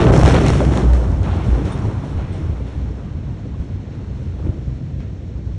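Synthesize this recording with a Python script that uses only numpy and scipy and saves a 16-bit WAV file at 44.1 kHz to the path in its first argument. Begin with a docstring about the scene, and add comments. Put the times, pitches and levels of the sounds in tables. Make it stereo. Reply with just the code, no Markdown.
"""Inside a building that a huge blast has just struck, heard in widened stereo.
Swaying room modes, noise echoes and damped knocks form the deep rumble, roar and crunch that die away.
Rubble, dust and hail are random impulses turned to coloured noise; heavy pieces are cracks with dying noise.
Glass shards ring as damped sines, air rushes past as opposed noise bands, and a faint hiss stays behind.
Left and right share part of the sound; the loudest peaks flatten and the extremes of pitch are cut."""
import sys
import numpy as np
from scipy import signal
from scipy.fft import rfft, irfft, next_fast_len
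from scipy.io import wavfile

SR = 44100
rng = np.random.default_rng(int(sys.argv[2]) if len(sys.argv) > 2 else 0)


def transcribe(signal):
    """Save signal, clipped to [-1, 1], as a 16-bit WAV file at the path in sys.argv[1]."""
    frames = np.atleast_2d(signal).T
    limited = np.clip(frames, -1, 1)
    pcm = np.round(limited * 32767).astype(np.int16)
    wavfile.write(sys.argv[1], SR, pcm)


N = 246077
TIME_S = np.arange(N) / SR
RING_SIZE = 9000   # samples kept of each single impact


def from_db(db):
    """Logarithmic level: amplitude ratio of a level in decibels."""
    return 10 ** (np.asarray(db) / 20)


def rms_one(x):
    """Normalisation: scales a signal to unit mean power."""
    return x / np.sqrt(np.mean(x ** 2) + 1e-20)


def in_time(rows):
    """Linear interpolation: each column of a time table, one value a sample."""
    time_s, *columns = np.transpose(rows)
    return [np.interp(TIME_S, time_s, column) for column in columns]


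def over_hz(rows, size):
    """Interpolation over log frequency: each column of a frequency table on an FFT grid."""
    freq_hz, *columns = np.transpose(rows)
    grid_hz = np.maximum(np.arange(size // 2 + 1) * SR / size, 1)
    return [np.interp(np.log(grid_hz), np.log(freq_hz), column) for column in columns]


def coloured(x, spectrum):
    """Linear filtering: multiplies the transform of x by a spectrum, then sets rms 1."""
    size = next_fast_len(N)
    gain = from_db(over_hz(spectrum, size)[0])
    return rms_one(irfft(rfft(x, size) * gain, size)[:, :N])


def drift(corner_hz):
    """Low-passed random process: noise through two equal poles wanders slowly with spread 1."""
    step = 40   # samples between slow values
    pole = np.exp(-2 * np.pi * corner_hz * step / SR)
    noise = rng.standard_normal(N // step + 2002)
    slow = signal.lfilter([1], [1, -2 * pole, pole * pole], noise)[2000:]   # settled part
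    return np.interp(np.arange(N) / step, np.arange(len(slow)), rms_one(slow))


def echo_field(spectrum, lumpy_db, lump_hz):
    """Diffuse field: countless overlapping echoes act as lumpy noise, in two draws of one envelope."""
    noise = rng.standard_normal((2, N)) * from_db(lumpy_db * drift(lump_hz))
    return coloured(noise, spectrum)


def surge(start_s, level_db, rise_s, fall_db_per_s):
    """Energy build-up and decay: power of a sound that swells at its start and dies exponentially."""
    t = np.maximum(TIME_S - start_s, 0)
    return ((1 - np.exp(-t / rise_s)) * from_db(level_db - fall_db_per_s * t)) ** 2


# Heaps of rubble sliding down:
# start_s, roar_db, crunch_db, rubble_db, dust_db, fall_db_per_s
SLIDES = [(0.015, -15.5, -31, -42, -43, 167), (0.061, -23, -29, -36, -47, 198),
          (0.124, -32, -38, -29, -33.5, 79), (0.25, -29, -26, -25, -31.5, 63),
          (0.332, -12, -22, -28, -41, 85), (0.405, -16.5, -42, -27.5, -37, 152),
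          (0.459, -24, -42, -30, -35.5, 50.5), (0.595, -15.5, -37, -54, -56, 162),
          (0.715, -27, -28, -36, -40, 156), (0.755, -24, -24.5, -32.5, -40.5, 155),
          (0.93, -26, -33.5, -42.5, -46, 103), (1.529, -29, -44, -47, -52, 91),
          (1.64, -30.5, -38, -40.5, -47, 57), (1.84, -27.5, -46, -69, -54, 99),
          (2.03, -31, -58, -49, -54, 67), (2.17, -43, -41, -44.5, -61, 70), (2.315, -37, -45, -47, -55, 43),
          (2.66, -60, -58.5, -47, -57.5, 68), (2.98, -41, -62, -75, -86, 59),
          (3.585, -59, -59, -62, -60, 122), (3.7, -51, -53, -57.5, -83, 46), (3.9, -57, -52, -58, -73, 27),
          (4.15, -61, -56, -59, -64, 28), (1.43, -31, -38, -53, -51, 66),
          (4.33, -48, -54.5, -57, -73, 43.5), (4.38, -35, -49.5, -60, -74, 100),
          (4.437, -35, -47, -54, -61, 87), (4.52, -48, -63.5, -62, -82, 65),
          (4.99, -60, -65, -50, -74, 117)]
SLIDE_RISE_S = 0.0081
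COLLAPSE_S, COLLAPSE_RISE_S = 1.231, 0.003


def fade(rule, order):
    """Power addition: blast, collapse, floor and one column of the slides sum to a layer's gain."""
    blast_db, blast_fall, collapse_db, collapse_fall, floor_db, floor_fall = rule
    blast = from_db(blast_db - blast_fall * TIME_S) ** 2
    floor = from_db(floor_db - floor_fall * TIME_S) ** 2
    collapse = surge(COLLAPSE_S, collapse_db, COLLAPSE_RISE_S, collapse_fall)
    slides = sum(surge(s, levels_db[order], SLIDE_RISE_S, fall) for s, *levels_db, fall in SLIDES)
    return np.sqrt(blast + floor + collapse + slides)


# Brief dips and lifts of three bands: centre_s, half_width_s, low_mids_db, high_mids_db, treble_db
BAND_DIPS = [(0.113, 0.0069, 6, -5, -22.5), (0.218, 0.0033, -9, -11, 5), (0.245, 0.0046, -19, -12, 6),
             (0.396, 0.0032, -18, -14, -3), (0.43, 0.013, -6, -2.5, -3.5)]


def dips():
    """Amplitude modulation: bell-shaped level changes of low mids, high mids and treble."""
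    level_db = 0
    for centre_s, half_width_s, *depths_db in BAND_DIPS:
        level_db = level_db + np.outer(depths_db, np.exp(-((TIME_S - centre_s) / half_width_s) ** 2))
    return from_db(level_db)


# Colour of the faint hiss that stays: freq_hz, gain_db
WASH_SPECTRUM = [(2000, -40), (4000, 4.5), (5300, 3.5), (6500, 0.5), (7500, -3), (8500, -8), (9200, -11.5),
                 (9700, -26), (10800, -41)]
WASH_DB = -62


def wash():
    """Stationary noise: a faint hiss whose mean level stays constant."""
    return from_db(WASH_DB) * echo_field(WASH_SPECTRUM, lumpy_db=.9, lump_hz=15.0)


# Air rushing past: time_s, low_rush_db, high_rush_db
RUSH_LEVELS = [(0, -49, -50), (.55, -41, -48), (.69, -38, -48), (.78, -29, -36), (.88, -34, -40),
               (.95, -32, -40), (1.06, -38, -46), (1.2, -52, -58), (1.42, -57, -55), (1.5, -38, -42),
               (1.55, -35, -38), (1.6, -40, -38), (1.72, -36, -31), (1.78, -32, -37), (1.84, -40, -42),
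               (2.0, -49, -58), (2.5, -54, -69), (2.9, -49, -60), (3.5, -53, -61), (4.0, -54, -63),
               (4.38, -60, -68), (4.41, -47, -58), (4.5, -54.5, -65), (5.58, -60, -69.5)]
# Colours of its two bands: freq_hz, gain_db
LOW_RUSH_SPECTRUM = [(60, -48), (150, -17), (300, -1), (550, 1), (750, -3.5), (1300, -51)]
HIGH_RUSH_SPECTRUM = [(500, -38), (850, -5.5), (1060, 5), (1300, -6), (1600, -18.5), (2100, -49)]


def rush():
    """Opposite polarity: turbulent air in two hollow bands, left the inverse of right."""
    low_db, high_db = in_time(RUSH_LEVELS)
    low = echo_field(LOW_RUSH_SPECTRUM, lumpy_db=1.5, lump_hz=30.0)[0]
    high = echo_field(HIGH_RUSH_SPECTRUM, lumpy_db=2.5, lump_hz=40.0)[0]
    air = from_db(low_db) * low + from_db(high_db) * high
    return air * [[1], [-1]]


# Shards of glass clinking: start_s, level_db, pitch_hz, t60_s
GLASS_CLINKS = [(1.72, -39.5, 3640, 0.14), (1.72, -40, 8900, 0.1), (1.726, -44, 9100, .08),
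                (1.72, -50, 8440, .05), (1.819, -57, 5830, 0.24), (2.325, -51, 8300, .16)]


def clinks():
    """Damped free vibration: each shard rings briefly at a pitch of its own."""
    out, t = np.zeros(N + RING_SIZE), np.arange(RING_SIZE) / SR
    for start_s, level_db, pitch_hz, t60_s in GLASS_CLINKS:
        start = round(start_s * SR)
        decay = from_db(level_db - 60 * t / t60_s)
        out[start:start + RING_SIZE] += decay * np.sin(2 * np.pi * pitch_hz * t)
    return out[:N]


# Power share of separate pieces: at rest, extra in the blast, and the time constant of its settling
GRIT_SHARE, GRIT_BLAST_SHARE, GRIT_SETTLE_S = .12, .5, .5


def patter(spectrum):
    """Shot noise: small pieces land in random clumps, over a smooth noise of pieces too many to tell apart."""
    per_s = 500 * from_db(4 * drift(15))
    born = rng.random(N) < per_s / SR
    sizes = born * from_db(3 * np.minimum(rng.exponential(1, N), 4))
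    smear = np.exp(-np.arange(300) / (.001 * SR))   # each piece dies over about a millisecond
    puffs = rms_one(np.convolve(sizes, smear)[:N]) * rng.standard_normal((2, N))
    smooth = rng.standard_normal((2, N))
    share = GRIT_SHARE + GRIT_BLAST_SHARE * np.exp(-TIME_S / GRIT_SETTLE_S)
    return coloured(np.sqrt(share) * puffs + np.sqrt(1 - share) * smooth, spectrum)


# Colour of the dust: freq_hz, gain_db
DUST_SPECTRUM = [(2200, -58), (4400, 4.5), (5300, 6.5), (6500, 3.5), (8000, 1), (9500, 2), (11000, 0),
                 (11500, -6), (11900, -29.5)]
# blast_db, blast_fall_db_per_s, collapse_db, collapse_fall_db_per_s, floor_db, floor_fall_db_per_s
DUST_FADE = (-40, 12.5, -54, 9, -87.5, 0)


def dust():
    """Shot noise: the finest pieces fill the treble."""
    return fade(DUST_FADE, order=3) * patter(DUST_SPECTRUM)


# Colour of the rubble: freq_hz, gain_db
RUBBLE_SPECTRUM = [(600, -55.5), (1350, -2.5), (1800, -1.5), (2600, -3), (3700, -8.5), (4800, -16),
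                   (9000, -55.5)]
# blast_db, blast_fall_db_per_s, collapse_db, collapse_fall_db_per_s, floor_db, floor_fall_db_per_s
RUBBLE_FADE = (-32.5, 15.5, -41, 14, -50, 1.23)


def rubble():
    """Shot noise: falling pieces patter in a band lower than the dust."""
    return fade(RUBBLE_FADE, order=2) * patter(RUBBLE_SPECTRUM)


# Heavy pieces landing: start_s, level_db, brightness_octaves above 1 kHz
HEAVY_CRASHES = [(0.0144, -18, 1.1), (0.0265, -16, 0.74), (0.1085, -18, 1.3), (0.1215, -15, .7),
                 (0.1379, -12.5, 1.2), (0.1634, -14, 1.6), (0.199, -21, 0.65), (0.2128, -9, 0.6),
                 (0.2336, -6, 0.8), (0.252, -6, 0.63), (0.26, -8.5, 1.24), (0.278, -5, 0.57),
                 (0.2887, -4, 0.6), (0.2972, -6, 0.39), (0.3445, -11, 1), (0.309, -11, 0.72),
                 (0.353, -15, 1.2), (0.389, -20, 0.85), (0.464, -10.5, 1.2), (0.4835, -11.5, 1.5),
                 (0.493, -15, 1.4), (0.5027, -7, 0.41), (0.5355, -17, .9), (0.606, -16, 0.4),
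                 (0.651, -20, 1.4), (0.7218, -19, 0.5), (0.7552, -22, .9), (0.7745, -10.5, 0.51),
                 (0.9014, -32, 1.1), (0.9342, -23, 1.9), (1.071, -34, 0.46), (1.232, -26.5, 1.2),
                 (1.325, -32, 0.62), (1.389, -29, 0.64), (1.655, -31.5, 1.7), (1.777, -27, 1.0),
                 (2.19, -35, .6), (2.222, -34, .9), (2.33, -37, .7), (2.6793, -45, 0.88),
                 (3.5994, -45, 1.5), (4.427, -34, 0.5), (4.459, -34, .8), (5.0047, -32.5, 0.8),
                 (5.016, -41.5, .8)]
CRASH_T60_S = 0.009
CRACK_DB, CRACK_S = 3, 0.00032   # the hard first contact: level and time constant
FAR_S, FAR_CUT_HZ = 2.5, 6000   # later pieces land far off and sound duller


def crashes():
    """Impact excitation: a crack and a burst of dying noise, dull above the brightness of the piece."""
    out, t = np.zeros((2, N + RING_SIZE)), np.arange(RING_SIZE) / SR
    fall = from_db(-60 * t / .008) + from_db(-4 - 60 * t / CRASH_T60_S)
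    crack = from_db(CRACK_DB) * np.exp(-t / CRACK_S) * [[1], [.5]]
    far = signal.butter(2, FAR_CUT_HZ, fs=SR, output="sos")
    for start_s, level_db, brightness_octaves in HEAVY_CRASHES:
        start = round(start_s * SR)
        band_hz = [500, 1000 * 2 ** brightness_octaves]
        band = signal.butter(1, band_hz, "band", fs=SR, output="sos")
        if start_s > FAR_S:
            band = np.vstack([band, far])
        noise = fall * rng.standard_normal((2, RING_SIZE))
        burst = signal.sosfilt(band, crack + noise)
        out[:, start:start + RING_SIZE] += from_db(level_db) * burst
    return out[:, :N]


# Colour of the fragments hammering the walls in the blast: freq_hz, gain_db
HAIL_SPECTRUM = [(150, -41.5), (350, -5.5), (600, 6), (950, -5.5), (1400, -9), (3000, -40.5)]
HAIL_PER_S, HAIL_DB, HAIL_FALL_DB_PER_S = 160, -20, 20.5


def hail():
    """Random impulse train: separate dull blows of uneven size, falling in level as the blast passes."""
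    born = rng.random(N) < HAIL_PER_S / SR
    sizes = from_db(3 * np.minimum(rng.exponential(1, N), 3))
    blows = born * sizes * rng.choice([-1, 1], (2, N))
    return from_db(HAIL_DB - HAIL_FALL_DB_PER_S * TIME_S) * coloured(blows, HAIL_SPECTRUM)


# Colour of the crunch: freq_hz, gain_db
CRUNCH_SPECTRUM = [(300, -57.5), (620, -4.5), (800, -1), (1100, -4.5), (1450, -10), (3200, -49)]
# blast_db, blast_fall_db_per_s, collapse_db, collapse_fall_db_per_s, floor_db, floor_fall_db_per_s
CRUNCH_FADE = (-23.5, 13, -34.5, 9, -51, 0.8)


def crunch():
    """Diffuse decay: the upper-mid echoes of blast, collapse and slides."""
    return fade(CRUNCH_FADE, order=1) * echo_field(CRUNCH_SPECTRUM, lumpy_db=1.5, lump_hz=26.0)


# Colour of the roar: freq_hz, gain_db
ROAR_SPECTRUM = [(120, -52.5), (260, 4), (320, 2.5), (400, 0.5), (500, -2), (700, -9.5), (1400, -53)]
# blast_db, blast_fall_db_per_s, collapse_db, collapse_fall_db_per_s, floor_db, floor_fall_db_per_s
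ROAR_FADE = (-16, 13.5, -33, 6, -41.5, 0.17)


def roar():
    """Diffuse decay: the low-mid echoes of blast, collapse and slides."""
    return fade(ROAR_FADE, order=0) * echo_field(ROAR_SPECTRUM, lumpy_db=2.0, lump_hz=31.5)


# Dull knocks through floor and walls: start_s, level_db, pitch_hz
KNOCKS = [(0.01, -8, 70), (0.023, -1.5, 377), (0.047, -18, 450), (0.087, -9, 600), (0.106, -1, 407),
          (0.122, -14, 75.3), (0.139, -0.5, 400), (0.167, -12, 454), (0.198, -6.5, 500), (0.211, -8.5, 700),
          (0.233, -6.5, 625), (0.262, -10, 330), (0.278, 0, 440), (0.297, -11, 473), (0.311, -11, 950),
          (0.342, -9.5, 480), (0.352, -9, 1000), (0.377, -9, 660), (0.5027, -13, 900), (0.049, -10.5, 796),
          (0.063, -8, 600), (0.363, -2.5, 322), (0.386, -8.5, 605), (0.416, -5, 397), (0.47, -12, 600),
          (0.605, -7.5, 870), (0.72, -6, 330), (0.755, -16, 487), (0.773, -16.5, 920), (0.935, -33, 395),
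          (1.07, -26, 650), (1.358, -18, 264), (1.53, -14, 380), (1.547, -22, 450), (1.678, -17, 392),
          (1.854, -17, 368), (1.885, -18.5, 367), (2.314, -28, 365), (2.652, -35, 280), (0.182, -6.5, 95),
          (0.237, 0, 79), (0.512, -6.5, 74.6), (1.339, -15, 87), (1.49, -6.5, 87), (1.845, -8, 109),
          (1.882, -8, 111), (2.159, -7, 75), (2.244, -10, 93), (2.407, -17, 73), (2.496, -9.5, 75.6),
          (2.621, -23, 112), (2.733, -15.5, 105), (3.149, -15.5, 85), (3.6, -11, 80), (3.7, -16.5, 125),
          (3.785, -25, 81), (4.141, -23.5, 77.3), (4.28, -19.5, 75), (4.387, -20, 75), (4.403, -23, 253),
          (4.427, -35, 650), (4.4547, -10.5, 118), (4.464, -18, 282), (4.47, -15.5, 300),
          (4.4914, -10.5, 101), (4.524, -24, 308), (4.577, -23.5, 63), (4.679, -12.5, 120), (4.74, -26, 74),
          (5.098, -21, 92), (5.357, -19, 70)]
KNOCK_CYCLES = 8.8   # a knock dies by 60 dB in so many cycles


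def thumps():
    """Constant damping per cycle: each knock is a short ring, the higher the shorter."""
    out, t = np.zeros(N + RING_SIZE), np.arange(RING_SIZE) / SR
    for start_s, level_db, pitch_hz in KNOCKS:
        start = round(start_s * SR)
        decay = from_db(level_db - 60 * t * pitch_hz / KNOCK_CYCLES)
        out[start:start + RING_SIZE] += decay * np.sin(2 * np.pi * pitch_hz * t)
    return out[:N] * [[1], [0]]   # only in the draw that left and right share


# Jolts that set the lowest room mode ringing: start_s, level_db
MODE_JOLTS = [(0.06, -11), (0.241, -9.5), (0.42, -13.5), (0.5, -10.5), (0.619, -11.5), (0.83, -8),
              (0.95, -14.5), (1.07, -26), (1.32, -25), (1.48, -11.5), (1.841, -27.5), (2.14, -19.5),
              (2.41, -20.5), (2.5, -21.5), (2.8, -24.5), (2.97, -24.5), (3.25, -36), (3.51, -27),
              (3.91, -31), (4.38, -26.5), (4.66, -27.5), (4.94, -27.5), (5.28, -31)]
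JOLT_RISE_S, JOLT_FALL_DB_PER_S = 0.015, 65
SWAY_HZ, SWAY_WANDER_HZ, SWAY_REST_DB = 60.9, 3.5, -40


def sway():
    """Modal resonance: jolts drive the lowest room mode, its pitch and strength wandering."""
    phase = 2 * np.pi * np.cumsum(SWAY_HZ + SWAY_WANDER_HZ * drift(6.46)) / SR
    mode = rms_one(from_db(2.4 * drift(6.9)) * np.sin(phase))
    jolts = sum(surge(s, db, JOLT_RISE_S, JOLT_FALL_DB_PER_S) for s, db in MODE_JOLTS)
    return np.sqrt(jolts + from_db(SWAY_REST_DB) ** 2) * mode


# The structure shaking: time_s, boom_db, thud_db
RUMBLE_LEVELS = [(0.0, -16.5, -21.5), (0.06, -16, -13), (0.85, -26.5, -18), (1.02, -30, -25.5),
                 (1.1, -18, -22), (1.42, -22, -25), (1.49, -19, -19), (1.53, -19.5, -33.5),
                 (1.58, -21.5, -23.5), (1.75, -24, -26.5), (1.86, -19, -24.5), (2.07, -28, -27),
                 (2.2, -28.5, -28), (2.52, -18, -29.5), (2.57, -42.5, -35), (2.63, -23, -25),
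                 (2.72, -43.5, -36), (2.76, -22.5, -28.5), (2.97, -26.5, -29.5), (3.81, -29, -29.5),
                 (4.33, -25.5, -31.5), (4.44, -27, -28.5), (5.02, -28, -29), (5.16, -23.5, -33),
                 (5.17, -30.5, -33), (5.56, -21, -31.5)]
# Colours of its two bands: freq_hz, gain_db
BOOM_SPECTRUM = [(12, -61), (22, -24), (30, -21.5), (42, 2.5), (52, -5), (61, 10), (72, -3), (85, 7.5),
                 (105, 2.5), (170, -76.5)]
THUD_SPECTRUM = [(50, -69), (90, -8), (125, 5), (165, -1.5), (205, -4), (250, -9), (320, -13.5), (600, -63)]


def rumble():
    """Structure-borne sound: two low noise bands follow the shaking, with the room mode and knocks."""
    boom_db, thud_db = in_time(RUMBLE_LEVELS)
    boom = from_db(boom_db) * echo_field(BOOM_SPECTRUM, lumpy_db=-1.0, lump_hz=7.5)
    thud = from_db(thud_db) * echo_field(THUD_SPECTRUM, lumpy_db=0.0, lump_hz=12.0)
    return boom + thud + sway() + thumps()


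# Likeness and balance of left and right: freq_hz, likeness (0 to 1), left_minus_right_db
STEREO_LIKENESS = [(20, 1, 0), (70, 1, 0), (110, 1, 0), (145, .9997, 0), (200, .995, 0), (290, .96, .5),
                   (420, .9, .8), (600, .78, .9), (800, .65, 1.6), (1100, .62, .6), (1320, .8, .3),
                   (1550, .993, 0), (1750, .999, 0), (2050, .998, 0), (2300, .82, 0), (3100, .82, .5),
                   (3450, .999, 0), (4100, .998, 0), (4500, .75, 0), (4875, .99, 0), (5100, .8, 0),
                   (5300, .998, 0), (6300, .997, 0), (7200, .6, 0), (8500, .5, 0), (9700, .75, 0),
                   (10800, .97, 0), (12000, .99, 0)]
# Phase turn between left and right, which widens the stereo: freq_hz, left_lead_rad
STEREO_PHASE = [(20, 0), (2000, 0), (2200, .15), (2450, 1.1), (2800, 1.1), (3100, .3), (3450, 0), (4100, 0),
                (4250, .2), (4550, 1.3), (4875, 3.14), (5200, 6.283), (6200, 6.283), (8000, 7.4),
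                (9800, 9.0), (10800, 9.42)]


def stereo(field):
    """Interchannel coherence: two draws mix into left and right by likeness, balance and phase turn."""
    size = next_fast_len(N + 2000)
    shared, differing = rfft(field, size)
    alike, lean_db = over_hz(STEREO_LIKENESS, size)
    lead_rad = over_hz(STEREO_PHASE, size)[0]
    turn = from_db(lean_db / 2) * np.exp(.5j * lead_rad)   # half to each side
    common = np.sqrt((1 + alike) / 2) * shared
    apart = np.sqrt((1 - alike) / 2) * differing
    return irfft(np.array([(common + apart) * turn, (common - apart) / turn]), size)[:, :N]


def scene():
    """Superposition: all sources add before the stereo widening, except the air rush, added after it."""
    low_mids, high_mids, treble = dips()
    field = wash() + clinks() + crashes() + rumble()
    field += treble * (dust() + rubble())
    field += high_mids * (hail() + crunch())
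    field += low_mids * roar()
    return stereo(field) + rush()


CUTOFF_HZ = 12080


def record(dry):
    """Overload and band limits: the deepest lows are cut, the loudest peaks flatten, the top is cut."""
    dry = signal.sosfilt(signal.butter(1, 12, "high", fs=SR, output="sos"), dry)
    loud = dry / (1 + np.abs(dry) ** 8) ** (1 / 8)   # peaks stay below 1
    return signal.sosfilt(signal.cheby2(20, 50, 1.01 * CUTOFF_HZ, fs=SR, output="sos"), loud)


dry = scene()
out = record(dry)
transcribe(out)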